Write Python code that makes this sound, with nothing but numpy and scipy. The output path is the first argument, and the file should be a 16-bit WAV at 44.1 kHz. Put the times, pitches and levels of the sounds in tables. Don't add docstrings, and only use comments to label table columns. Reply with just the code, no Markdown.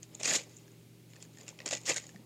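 import sys
import numpy as np
from scipy import signal
from scipy.fft import rfft, irfft
from scipy.io import wavfile
from scipy.ndimage import uniform_filter1d

SR = 44100
rng = np.random.default_rng(int(sys.argv[2]) if len(sys.argv) > 2 else 0)


def store_wav(level_fs):
    pcm = np.round(np.clip(np.atleast_2d(level_fs), -1, 1) * 32767)
    wavfile.write(sys.argv[1], SR, pcm.T.astype(np.int16))


def undo_db(level):
    steps = np.asarray(level, float) / 20
    return 10 ** steps


N = 99225


def evened(x):
    return x / np.sqrt(np.mean(x ** 2) + 1e-20)


def read(points, hz):
    table_hz, value = np.transpose(points)
    return np.interp(np.log(hz + 1), np.log(table_hz + 1), value)


def band_noise(low_hz, high_hz, order, noise):
    band = signal.butter(order, [low_hz, high_hz], "band", fs=SR, output="sos")
    return signal.sosfilt(band, noise)


def colour(points):
    hz = abs(np.fft.fftfreq(4096, 1 / SR))
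    log_gain = np.log(undo_db(np.maximum(read(points, hz), -80)))
    phase = -signal.hilbert(log_gain).imag
    taps = np.fft.ifft(np.exp(log_gain + 1j * phase)).real[:2048]
    return taps / np.linalg.norm(taps)


def burst(noise, t60):
    rise_s = 0.00044
    t = np.arange(noise.shape[-1]) / SR
    return noise * (1 - np.exp(-t / rise_s)) * undo_db(-60 * t / t60)


def pitched(noise):
    depth_db = 5.5
    bins = noise.shape[1] // 2 + 1
    uneven = uniform_filter1d(rng.standard_normal((len(noise), bins)), size=25, axis=1)
    return irfft(rfft(noise) * undo_db(depth_db * np.tanh(evened(uneven))), noise.shape[1])


def crumpled(x):
    patch_db = 2.5
    z = signal.stft(x, nperseg=256, noverlap=192)[2]
    patches = uniform_filter1d(rng.standard_normal(z.shape), size=4, axis=0)
    patches = uniform_filter1d(patches, size=12, axis=1)
    wandering = z * undo_db(patch_db * evened(patches))
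    return evened(signal.istft(wandering, nperseg=256, noverlap=192)[1][:N])


# frequency in Hz, relative level in dB.
CRACK_COLOUR = [(3060, -39.5), (5200, -11), (6040, -6), (6770, 0), (6950, 2), (7580, -5.5), (9220, -22),
                (12400, -37), (15400, -51)]
# frequency in Hz, relative level in dB.
SHEET_COLOUR = [(710, -36), (1200, -4), (1300, -11.5), (1440, -5), (1650, -6), (1990, -0.5), (2640, 0),
                (4020, -4), (4640, -3), (5400, -6.5), (7020, -34), (11900, -120)]
# frequency in Hz, relative level in dB.
BOX_COLOUR = [(82, -27.5), (140, -14), (167, -12), (318, -5), (362, -7.5), (493, -2.5), (578, -3),
              (1300, -17), (1690, -35.5), (2860, -120)]
# time in seconds, pull strength in dB,
# how hard the sheet shakes the box in dB relative to the crack; values glide from row to row.
PULLS = [
    [(0.0, -98, 10), (0.034, -53.5, -21), (0.072, -76, 3), (0.156, -62, 1)],
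    [(0.19, -64, -12), (0.2, -50.5, 1), (0.218, -51.5, -8), (0.243, -38, -16), (0.249, -33.5, -12.5),
     (0.3, -30.5, -11)],
    [(0.3, -31, -2.5), (0.358, -28, -13), (0.392, -42, -11.5), (0.46, -64.5, -2)],
    [(0.46, -65, 6), (0.598, -65.5, -10), (0.606, -69, 5.5), (1.05, -82.5, -4), (1.1, -66, -11)],
    [(1.198, -71, 12), (1.224, -52, -16.5), (1.278, -75.5, 5.5), (1.4, -63.5, 0)],
    [(1.4, -59, 1), (1.462, -67.5, 5), (1.488, -47, -6), (1.522, -68, 1.5), (1.657, -65.5, 10.5)],
    [(1.659, -40, -0.5), (1.704, -49, -10), (1.711, -34.5, -13.5), (1.737, -39, -7.5), (1.78, -46, -10.5),
     (1.79, -59.5, -2), (1.85, -59.5, 2)],
    [(1.855, -44, -30), (1.861, -36, -15), (1.905, -28.5, -6), (1.958, -51, -5)],
    [(1.96, -33.5, -19), (1.978, -39.5, -13.5), (2.016, -54.5, -14), (2.038, -57, -5), (2.25, -79, 15)],
]


def crackle():
    trim_db, snaps_per_s, spread_db, hiss_share = -3, 2400, 3, 0.2
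    crack_t60, sheet_t60, box_t60 = 0.010, 0.018, 0.04
    count = 20
    s, strength_db, shake_db = np.concatenate(PULLS).T
    t = np.arange(N) / SR
    level_db = np.interp(t, s, strength_db) + trim_db
    box_db = np.interp(t, s, shake_db)
    sheet_db = -3.5 + 0.3 * (box_db + 12)

    size = undo_db(spread_db * np.minimum(rng.exponential(1, N), 3))
    size = size * (rng.random(N) < snaps_per_s / SR)
    shape_number = rng.integers(0, count, N)

    out = np.zeros(N)
    for t60, part_db, body in [(crack_t60, 0, CRACK_COLOUR), (sheet_t60, sheet_db, SHEET_COLOUR),
                               (box_t60, box_db, BOX_COLOUR)]:
        shapes = burst(pitched(rng.standard_normal((count, 1500))), t60)
        grains = sum(signal.oaconvolve(size * (shape_number == k), shapes[k])[:N] for k in range(count))
        rain = (1 - hiss_share) * evened(grains) + hiss_share * rng.standard_normal(N)
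        part = undo_db(level_db + part_db) * crumpled(rain)
        out += signal.oaconvolve(part, colour(body))[:N]
    return out


# start in seconds, level in dB,
# flex of sheet and box in dB relative to that level, ring frequency in Hz.
CREASES = [(0.03, -33.5, -7, 7500), (0.147, -39, -28, 6510), (0.1502, -31.5, -8.5, 4000),
           (0.198, -39, -5, 4260), (0.201, -37, -8, 3420), (0.2116, -41.5, 8, 2570),
           (0.232, -21.5, -8.5, 2710), (0.2338, -30.5, 6, 4320), (0.2446, -30.5, 4, 4500),
           (0.248, -29.5, 4, 4830), (0.2559, -26, 7, 2460), (0.26, -31, 6, 2540), (0.2751, -21.5, -4, 3330),
           (0.2807, -27, 3.5, 4800), (0.2883, -34, 6, 3370), (0.3229, -31, -16, 3770),
           (0.3349, -18, -7, 3400), (0.3466, -28, -18, 2040), (0.3493, -28, 4, 5330),
           (0.3543, -16.5, -6.5, 4380), (0.358, -19, -8, 4300), (0.3623, -24, -16, 4460),
           (0.4044, -48, 3, 2540), (0.436, -43, -3, 2260), (0.495, -50, -5, 2100), (0.679, -52, 0, 1670),
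           (0.7167, -53.5, -5, 2490), (1.134, -50.5, 10, 5280), (1.1574, -53, 7.5, 2540),
           (1.1631, -45.5, 0.5, 1780), (1.202, -51, -3, 2560), (1.2253, -34.5, -6.5, 5350),
           (1.25, -48, -3, 1710), (1.3376, -54, -6, 5000), (1.372, -48.5, 4.5, 1820),
           (1.3851, -42.5, -1.5, 1820), (1.411, -40.5, -8, 2640), (1.432, -48, -3, 6900),
           (1.465, -51, 4, 2800), (1.48, -33, -3, 2700), (1.4893, -34, -9.5, 5200),
           (1.5888, -47.5, 12, 2520), (1.6025, -46.5, 14, 1910), (1.6174, -55, 17.5, 2570),
           (1.6595, -24.5, -1.5, 7300), (1.6625, -23, -10, 1900), (1.6687, -35, -6, 2000),
           (1.6774, -27.5, -4, 5340), (1.6885, -25.5, -7, 4600), (1.7098, -29, 3.5, 5200),
           (1.7292, -25.5, 0.5, 1980), (1.7333, -28, 5, 2660), (1.7363, -29, -5, 1910),
           (1.7502, -26.5, -1.5, 3570), (1.7715, -30.5, -7, 3630), (1.8137, -43, -12, 3730),
           (1.834, -45, -3, 2530), (1.855, -33, -2, 5200), (1.862, -29, -25, 6800),
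           (1.877, -35.5, 5.5, 1990), (1.8924, -21.5, -2.5, 1960), (1.8944, -24, -6, 3030),
           (1.9052, -24.5, 2, 2670), (1.918, -30.5, 8, 2660), (1.9352, -29, -17, 1960),
           (1.9425, -29, -5, 5170), (1.9617, -28, -1, 2220), (1.9684, -27.5, 0, 1920),
           (1.9799, -27, -2, 2140), (1.9985, -38, 0, 2700), (2.039, -45, 0.5, 1850),
           (2.0665, -44, -5, 2850), (2.0916, -42, -2, 1750), (2.145, -57, -11, 1850),
           (2.16, -55, 13.5, 1834)]


def snaps():
    ring_db, ring_cycles = -7, 50
    part_t60 = [0.007, 0.011, 0.022]  # crack, sheet, box (s)
    part_db = [-0.5, -5, -16.5]
    bodies = [colour(c)[:1000] for c in (CRACK_COLOUR, SHEET_COLOUR, BOX_COLOUR)]
    t = np.arange(1500) / SR
    out = np.zeros(N + 1500)
    for s, db, flex_db, hz in CREASES:
        grains = pitched(rng.standard_normal((3, 1500)))
        ring = burst(np.sin(2 * np.pi * hz * t), ring_cycles / hz)
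        snap = undo_db(flex_db + ring_db) * ring
        for k, extra_db in enumerate([0, flex_db, flex_db]):
            part = signal.fftconvolve(burst(grains[k], part_t60[k]), bodies[k])[:1500]
            snap = snap + undo_db(extra_db + part_db[k]) * part / abs(part).max()
        out[round(s * SR):][:1500] += undo_db(db) * snap
    return out[:N]


def fibres():
    level_at_30_db, growth = -56.5, 1.6
    s, strength_db, _ = np.concatenate(PULLS).T
    strength = np.interp(np.arange(N) / SR, s, strength_db)
    hiss = band_noise(8750, 14000, 3, rng.standard_normal(N))
    return undo_db(level_at_30_db + growth * (strength + 30)) * evened(hiss)


# start in seconds, level before decay in dB, frequency in Hz.
KNOCKS = [(.2110, -27.5, 614), (.322, -32, 583), (0.327, -51, 313), (0.31, -39, 172), (.361, -25, 470),
          (.404, -34.5, 470), (1.527, -42.5, 940), (1.665, -32.5, 606), (1.710, -30, 700),
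          (1.7275, -18, 616), (1.894, -28.5, 524), (1.906, -23.5, 498), (1.91, -38, 157), (1.913, -25, 970),
          (2.145, -42, 715), (2.152, -34, 188), (2.195, -39, 217)]


def knocks():
    decay_cycles = 10.1
    t = np.arange(8000) / SR
    out = np.zeros(N + 8000)
    for s, db, hz in KNOCKS:
        envelope = undo_db(db - 60 * t * hz / decay_cycles) * (1 - np.exp(-t * hz))
        out[round(s * SR):][:8000] += envelope * np.sin(2 * np.pi * hz * t)
    return out[:N]


# start in seconds, peak in dB, length in seconds.
FLAP = [(.5485, -58, 0.0028), (0.561, -52, .003), (.566, -42.5, .006), (0.575, -49, 0.0044),
        (0.585, -50, .004), (0.594, -57, .0025)]


def rustles():
    centre_hz, width_hz = 6980, 860
    t = np.arange(600) / SR
    out = np.zeros(N)
    for s, db, length in FLAP:
        noise = rng.standard_normal(1200)
        noise = band_noise(centre_hz - width_hz / 2, centre_hz + width_hz / 2, 2, noise)[600:]
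        swell = np.sqrt(np.sin(np.pi * np.clip(t / length, 0, 1)).clip(0))
        puff = noise * swell
        out[round(s * SR):][:600] += undo_db(db) * puff / abs(puff).max()
    return out


# frequency in Hz, time to fall 60 dB in seconds.
ROOM_DECAY = [(300, 0.099), (2000, 0.23), (7000, 0.11), (12000, 0.26)]


def room(x):
    taps = np.zeros(SR // 2)
    slots = np.arange(100, SR // 2 - 20, 20)
    taps[slots + rng.integers(0, 20, len(slots))] = rng.choice([-1., 1.], len(slots))
    hz, t, z = signal.stft(taps, SR, nperseg=256)
    decay = undo_db(-60 * t / read(ROOM_DECAY, hz)[:, None])
    tail = signal.istft(z * decay, SR, nperseg=256)[1]
    return signal.fftconvolve(x, tail / np.linalg.norm(tail))[:N]


# frequency in Hz, level in dB,
# unsteadiness (each unit gives 0.361 Hz rms of pitch and 0.12 dB rms of level).
HUM_TONES = [(118.3, -61, 1.5), (163.2, -63.5, 4.74), (238, -81, 2.9), (321, -69, 8.04), (398, -72, 4.27)]


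def slow_drift():
    pole = np.exp(-np.pi * 6 / SR)
    once = signal.lfilter([1], [1, -pole], rng.standard_normal(N))
    return evened(signal.lfilter([1], [1, -pole], once))


def hum():
    out = np.zeros(N)
    for hz, db, unsteady in HUM_TONES:
        level = undo_db(db + 0.12 * unsteady * slow_drift())
        phase = 2 * np.pi * np.cumsum(hz + 0.361 * unsteady * slow_drift()) / SR
        out += level * np.sqrt(2) * np.sin(phase)
    return out


# frequency in Hz, relative level in dB.
AIR_COLOUR = [(15, -51.5), (25, -30), (64, -18), (91, -12), (129, -4.5), (209, -6), (409, -10.5),
              (468, -16), (780, -25), (1840, -30), (2220, -24), (3910, -27.5), (15400, -32)]


def air():
    level_db = -60.5
    gain = undo_db(read(AIR_COLOUR, np.fft.rfftfreq(N, 1 / SR)))
    return undo_db(level_db) * evened(irfft(rfft(rng.standard_normal(N)) * gain, N))


def scene():
    room_db = -14.5
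    paper = crackle() + snaps() + fibres() + knocks() + rustles()
    low_cut = signal.butter(2, 130, "high", fs=SR, output="sos")
    paper = signal.sosfilt(low_cut, paper)
    return (paper + undo_db(room_db) * room(paper) + hum() + air())[None]


def low_pass(x):
    return signal.sosfilt(signal.butter(12, 15620, fs=SR, output="sos"), x)


def record(dry):
    return low_pass(dry)


dry = scene()
out = record(dry)
store_wav(out)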